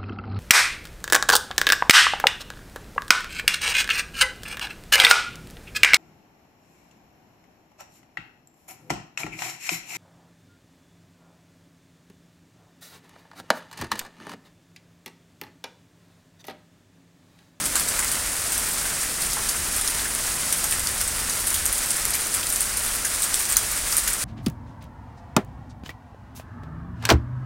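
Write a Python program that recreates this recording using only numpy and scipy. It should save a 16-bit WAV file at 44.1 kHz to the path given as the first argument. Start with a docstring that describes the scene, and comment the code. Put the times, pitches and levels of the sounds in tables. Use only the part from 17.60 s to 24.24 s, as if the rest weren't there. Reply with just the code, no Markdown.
"""Sleet falls on a balcony over a courtyard, heard through one small microphone. From the start, near ice
pellets crack and skitter on the deck, knock on boards, ping on the rail and echo off the walls; behind them far
pellets patter and hiss over gusting air and the low rumble of distant road traffic. From 2.2 s the microphone
tilts down and the deck gets louder and brighter; near 4 s the hits thicken. After 5.3 s it tilts partly back,
and just before 6 s one heavy pellet rings right beside it."""
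import sys
import numpy as np
from scipy import signal
from scipy.fft import rfft, irfft, next_fast_len
from scipy.io import wavfile
from scipy.ndimage import uniform_filter1d, map_coordinates

SR = 44100
rng = np.random.default_rng(int(sys.argv[2]) if len(sys.argv) > 2 else 0)


def persist_wave(psi):
    """Save psi, clipped to +-1, as 16-bit WAV."""
    counts = np.round(np.clip(psi, -1, 1) * 32767).astype(np.int16)
    wavfile.write(sys.argv[1], SR, np.atleast_2d(counts).T)


N = 292824


# Foreground hits: t/s, crack level/dB, skitter level/dB, centre f/Hz
NEAR_HITS = [(0.056, -12.5, -20.5, 9200.0), (0.156, -8, -18.4, 9300), (0.197, -12, -25, 9000.0),
             (0.207, -15, -30, 9200), (0.286, -13.5, -23, 8000.0), (0.39, -15, -18.5, 8700.0),
             (0.446, -11.5, -30, 10300.0), (0.516, -14, -21, 9300.0), (0.921, -14, -23, 8000.0),
             (0.979, -10.5, -26, 9400.0), (1.411, -20, -23, 8500.0), (1.619, -17, -22, 9200.0),
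             (1.664, -17, -26, 8400.0), (1.732, -18, -21, 8500.0), (1.889, -18, -19, 8300.0),
             (2.164, -13, -22.9, 8500.0), (2.212, -12, -24, 8600.0), (2.276, -14, -23, 7800.0),
             (2.55, -12, -38, 10300.0), (2.926, -8.5, -20, 9000.0), (3.04, -17, -17.6, 8600.0),
             (3.11, -15, -20, 8900.0), (3.124, -12, -22, 8300.0), (3.195, -15, -24, 9400.0),
             (3.272, -10.5, -31.5, 7500.0), (3.414, -8, -31.5, 8800.0), (3.477, -13, -21, 10100),
             (3.697, -16.1, -26.3, 9200.0), (3.87, -13, -18, 8600.0), (3.904, -12, -24.2, 9700.0),
             (3.93, -16, -28, 11000), (3.942, -11, -17, 9500), (4.056, -7, -27, 9400.0),
             (4.062, -8.4, -23, 9100.0), (4.077, -18, -38, 9100), (4.127, -10, -22.8, 9500.0),
             (4.26, -17, -27, 10000), (4.303, -19, -17, 9000.0), (4.369, -12.5, -31.5, 9000.0),
             (4.453, -6, -36, 8600.0), (4.496, -19, -38, 8600), (4.506, -12.3, -31.5, 9800.0),
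             (4.537, -18, -21, 8400.0), (4.553, -12, -24, 8600.0), (4.74, -16.5, -17, 9300.0),
             (4.869, -13, -31.5, 9500.0), (4.903, -12, -34, 11000), (4.925, -14, -20, 10200.0),
             (4.96, -11, -23, 9200.0), (5.007, -8, -20.2, 9700.0), (5.016, -15, -32, 10100),
             (5.055, -16, -29, 9500), (5.172, -13, -21, 8300.0), (5.263, -14, -25, 9000.0),
             (5.447, -19, -18, 8900.0), (5.621, -13.4, -21.3, 10300.0), (5.635, -12.4, -18, 8800.0),
             (5.743, -5, -23, 9800), (5.792, -18, -19.5, 8300.0), (5.854, -18, -32, 8700),
             (5.898, -17, -21, 10600.0), (5.914, -13, -27, 8600), (5.923, -11.9, -18, 9200.0),
             (5.969, -4, -16.5, 9100.0), (6.326, -18, -19.4, 8500.0), (6.368, -7, -17, 9200),
             (6.379, -16, -15.4, 8500.0), (6.476, -14.3, -17.1, 8200.0), (6.532, -13, -21, 8500.0)]

def near_pellets():
    """Big pellets land next to the microphone: some shatter, some bounce off whole."""
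    out, facing = np.zeros(N), mic_tilt()
    for s, crack_db, skitter_db, hz in NEAR_HITS:
        add(out, s, pellet(crack_db, skitter_db, hz, facing[int(s * SR)], crack_life=0.0011))
    return out


# Tone of the pellet ticks as the microphone colours them, with its resonance near 9.2 kHz:
# f/Hz, level/dB
TICK_EQ = [(300, -39), (1500, -13), (3200, -10), (5500, -8), (7500, -3), (9200, 4.5), (10600, -5),
           (12500, -8), (15800, -15)]
# Treble lift with the microphone facing the deck: f/Hz, level/dB
TILT_EQ = [(9500, -0.5), (13000, 3)]

def pellet(crack_db, skitter_db, hz, facing, crack_life, width_hz=6000, uneven_db=4.0):
    """A first touch, a hard crack at the pellet's own pitch, then a spray of bounces and fragments."""
    t = np.arange(SR // 16) / SR
    # With its skitter 18 dB under the crack, a pellet bounces off whole and cracks shorter.
    whole = np.clip((crack_db - skitter_db) / 18, 0, 1) ** 2
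    life = crack_life * (1 - 0.52 * whole)
    contact_db = 4.5 - 0.5 * whole  # over the crack
    spot_eq = np.column_stack([np.linspace(1000, 16000, 14), uneven_db * rng.standard_normal(14)])
    tone = lambda f: amp(along(TICK_EQ, f) + along(spot_eq, f) + facing * along(TILT_EQ, f))
    contact = burst(t, life=0.00012, gain=lambda f: tone(f) * resonance(f, hz, width_hz) ** .6)
    crack = burst(t, life, lambda f: tone(f) * resonance(f, hz, width_hz), rise=0.0009)
    spray_tone = lambda f: tone(f) * resonance(f, hz, 2 * width_hz) ** .5
    skitter = burst(t, life=0.011, gain=spray_tone, grit=0.55, rise=0.0027)
    return amp(crack_db) * (amp(contact_db) * contact + crack) + amp(skitter_db) * skitter


# Modes of the heavy pellet: f/Hz, level/dB, t60/s
HEAVY_MODES = [(1800, -28, 0.032), (6170, -5.5, .013), (7100, -0.5, 0.0083), (9250, -10, 0.015),
               (14650, -3, 0.0089)]

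def heavy_pellet(at_s=5.968, rise_s=0.00034):
    """One heavy pellet beside the microphone rings in a few modes, gone within milliseconds."""
    out, t = np.zeros(N), np.arange(SR // 32) / SR
    ring = sum(amp(db - 60 * t / t60) * np.sin(2 * np.pi * hz * t) for hz, db, t60 in HEAVY_MODES)
    add(out, at_s, ring * (1 - np.exp(-t / rise_s)))
    return out


def deck_pellets(count=190, range_db=9, low_hz=7000, high_hz=13500):
    """Smaller pellets land all over the deck, many faint and few strong."""
    out, facing, faintest_db = np.zeros(N), mic_tilt(), deck_level() - 2
    for when, size, pitch in rng.random((count, 3)):
        at = int(when * N)
        db = faintest_db[at] + range_db * size ** 2
        hz = low_hz + (high_hz - low_hz) * pitch
        add(out, at / SR, pellet(db, db - 6, hz, facing[at], crack_life=0.00091))
    return out


def fine_grains(trim_db=-11, clump_db=4):
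    """Grains bounce about the deck: hundreds of tiny bright ticks a second, in little flurries."""
    flurries = amp(clump_db * np.clip(wobble(rate=70), -2, 2))
    grains = impacts(rate=900, spread_db=6.5) * flurries
    bright = unit(shaped(grains, lambda f: amp(along(TICK_EQ, f)) * f))
    return amp(deck_level() + trim_db) * bright


def deck_level(level_db=-27, facing_db=2.0):
    """Fader in dB for the deck's small pellets, up while the microphone faces them."""
    return level_db + facing_db * mic_tilt()


# Microphone move: t/s, tilt (1 = facing the deck)
TILT = [(0, 0), (2.2, 0), (4.2, 1), (5.3, 1), (6.64, .35)]

def mic_tilt():
    """How far the microphone faces down at each sample."""
    return track(TILT)


# Knocks on the boards: t/s, level/dB, ring f/Hz
BOARD_HITS = [(0.155, -27.5, 1230), (0.39, -28, 1350), (0.425, -30, 2040), (1.253, -33, 1400),
              (1.434, -35, 1850), (1.768, -27.5, 1130), (1.945, -30, 1280), (2.454, -30, 1770),
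              (3.04, -30, 1220), (3.123, -29, 1930), (4.542, -29, 2080), (4.925, -34, 1460),
              (5.446, -29, 1640), (5.96, -30, 1400), (6.326, -30.5, 1350), (6.475, -28.5, 1760)]

def boards():
    """Pellets hit boards and panels: a hard tap and a midrange rattle."""
    return struck(BOARD_HITS, life=.016, width_hz=780, grit=.25, tap_db=5)


# Pings on the rail: t/s, level/dB, ring f/Hz
RAIL_HITS = [(0.155, -22.5, 4000), (0.196, -26, 4430), (0.285, -24, 4800), (0.485, -27, 4500),
             (1.72, -24, 4890), (1.89, -20.5, 4660), (2.276, -20, 4480), (2.395, -24, 3810),
             (3.123, -22, 2970), (3.271, -20, 4650), (3.697, -22.5, 4220), (4.063, -24, 6160),
             (4.535, -22, 4710), (4.829, -22.5, 3400), (5.63, -22, 4070), (5.959, -21, 4700),
             (6.325, -19.5, 5170)]

def rail():
    """Pellets hit the iron rail: a light tap and a tight, bright ring."""
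    return struck(RAIL_HITS, life=0.0033, width_hz=1800, grit=0.12, tap_db=-6)


def struck(rows, life, width_hz, grit, tap_db, tap_life=.0007):
    """Each blow is a broad tap that wakes a cluster of modes; grit makes it rattle."""
    out, t = np.zeros(N), np.arange(SR // 8) / SR
    for s, db, hz in rows:
        tap = burst(t, tap_life, lambda f: resonance(f, hz, hz) ** 2)
        ring = burst(t, life, lambda f: resonance(f, hz, width_hz) ** 2 * (f / (f + hz)), grit)
        add(out, s, amp(db) * (ring + amp(tap_db) * tap))
    return out


# Reverb time of the walls: f/Hz, t60/s
WALL_DECAY = [(300, .2), (2000, 0.21), (9000, 0.072), (16000, 0.097)]

def walls(x):
    """The building answers with a short echo; the treble dies first."""
    hz, t, noise = signal.stft(rng.standard_normal(SR // 4), SR, nperseg=256)
    decay = amp(-60 * t / along(WALL_DECAY, hz)[:, None])
    tail = signal.istft(noise * decay, SR, nperseg=256)[1]
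    predelayed = np.pad(x, (SR // 150, 0))
    return signal.fftconvolve(predelayed, tail / np.linalg.norm(tail))[:N]


# Tone of the far patter: f/Hz, level/dB
PATTER_EQ = [(100, -15.5), (300, -11.5), (600, -4.5), (900, -3), (1400, 1.5), (1950, 1), (2900, -3.5),
             (4500, -9.5), (9000, -17.5)]
# Tone of the icy hiss: f/Hz, level/dB
HISS_EQ = [(1000, -51), (3000, -15), (4800, -6.5), (6300, -6), (8000, -2.5), (9250, -1), (10400, -5),
           (12000, -11), (15800, -15)]

def far_pellets(patter_db=-34, hiss_db=-28):
    """Thousands of far pellets patter on roofs and ground and hiss on the ice."""
    patter = bed(impacts(rate=7000, spread_db=4), PATTER_EQ)
    hiss = bed(impacts(rate=30000, spread_db=3), HISS_EQ)
    flurry = wobble(rate=22)  # the pellets arrive in clumps
    fizz_db = 0.82 * wobble(rate=90)
    return amp(patter_db + 0.9 * flurry) * patter + amp(hiss_db + 0.72 * flurry + fizz_db) * hiss


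# Tone of the air rumble: f/Hz, level/dB
AIR_EQ = [(12, -10.5), (28, -2.5), (48, 3.5), (62, -5.5), (85, -2.5), (120, -18), (250, -37.5)]
# Fader ride of the gusts: t/s, level/dB
GUST_RIDE = [(0, -42), (0.25, -46), (0.55, -39.3), (0.9, -42.7), (1.4, -45), (1.8, -39.5), (2.3, -40.5),
             (2.95, -44), (3.2, -38), (3.75, -39), (4.25, -41), (4.8, -45), (5.2, -39.5), (5.7, -45),
             (6.15, -40), (6.64, -44)]

def air(trim_db=0.5, buffet_db=0.6):
    """Moving air rumbles on the microphone in slow gusts with quick buffeting."""
    rumble = bed(rng.standard_normal(N), AIR_EQ)
    return amp(track(GUST_RIDE) + trim_db + buffet_db * wobble(rate=16)) * rumble


# Tone of the town: f/Hz, level/dB
TOWN_EQ = [(60, -7), (130, -0.5), (250, -1), (360, -5), (600, -6), (1100, -13), (2500, -26)]
# Fader ride of the town: t/s, level/dB
TOWN_RIDE = [(0, -38.5), (.7, -41.5), (3, -41.5), (6.64, -44.5)]

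def town():
    """The far town's road traffic is a low rumble that eases off."""
    return amp(track(TOWN_RIDE)) * bed(rng.standard_normal(N), TOWN_EQ)


def burst(t, life, gain, grit=0., rise=0.):
    """Coloured noise with attack (rise) and 1/e decay (life) in s; grit clumps it into tiny contacts."""
    noise, clumps = rng.standard_normal((2, len(t)))
    clumps = unit(uniform_filter1d(clumps, size=30))
    swell = 1 - np.exp(-t / (rise + 1 / SR))
    x = coloured(noise * swell * np.exp(grit * clumps - t / life), gain)
    return x * np.sqrt(life * SR / 2 / np.sum(x ** 2))


def impacts(rate, spread_db):
    """Impulses at random moments, rate a second, of log-normal size and either sign."""
    when, radius, angle = rng.random((int(rate * N / SR), 3)).T
    size = np.sqrt(-2 * np.log(1 - radius)) * np.cos(2 * np.pi * angle)  # Gaussian
    sign = (-1) ** np.arange(len(when))
    return np.bincount((when * N).astype(int), sign * amp(spread_db * np.minimum(size, 2.3)), N)


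def bed(x, eq):
    """A background layer: x through an EQ curve, at rms 1."""
    return unit(shaped(x, lambda f: amp(along(eq, f))))


def coloured(x, gain, size=1024):
    """Minimum-phase EQ, so a hit has no pre-ring."""
    cepstrum = irfft(np.log(np.maximum(gain(np.fft.rfftfreq(size, 1 / SR)), 1e-6)))
    cepstrum[1:size // 2] *= 2
    cepstrum[size // 2 + 1:] = 0
    return signal.fftconvolve(x, irfft(np.exp(rfft(cepstrum))))[:len(x)]


def shaped(x, gain):
    """Zero-phase EQ for a full-length layer."""
    m = next_fast_len(N + SR // 2)
    return irfft(rfft(x, m) * gain(np.fft.rfftfreq(m, 1 / SR)), m)[:N]


def resonance(f, hz, width_hz):
    """Gain of one resonance, 1 at its peak."""
    return np.abs(f * width_hz / (hz * hz - f * f + 1j * f * width_hz))


def wobble(rate):
    """A smooth random curve, rate knots a second."""
    return map_coordinates(rng.standard_normal(int(N * rate / SR) + 4), [np.arange(N) * rate / SR])


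def track(rows):
    """Automation from (t/s, value) points, one value per sample."""
    return np.interp(np.arange(N) / SR, *np.transpose(rows))


def along(points, hz):
    """(f/Hz, value) points read on a log axis."""
    f, v = np.transpose(points)
    return np.interp(np.log(hz + 1), np.log(f + 1), v)


def add(out, s, sound):
    """Mix a sound in at time s."""
    start = max(round(s * SR), 0)
    part = out[start:start + len(sound)]
    part += sound[:len(part)]


def amp(db):
    """Decibels to gain."""
    return 10 ** (np.asarray(db) / 20)


def unit(x):
    """Scale to rms 1."""
    return x / np.sqrt(np.mean(x ** 2) + 1e-20)


def scene(echo_db=-9.5):
    """Close hits and their echo over the background beds, the same in both channels."""
    close = boards() + rail() + near_pellets() + heavy_pellet() + deck_pellets() + fine_grains()
    mono = close + amp(echo_db) * walls(close) + far_pellets() + air() + town()
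    return np.array([mono, mono])


def record(dry, top_hz=15850):
    """The microphone chain clips at full scale and keeps nothing above its band limit."""
    return np.array([shaped(x, lambda f: f < top_hz) for x in np.clip(dry, -1, 1)])


dry = scene()
out = record(dry)
persist_wave(out)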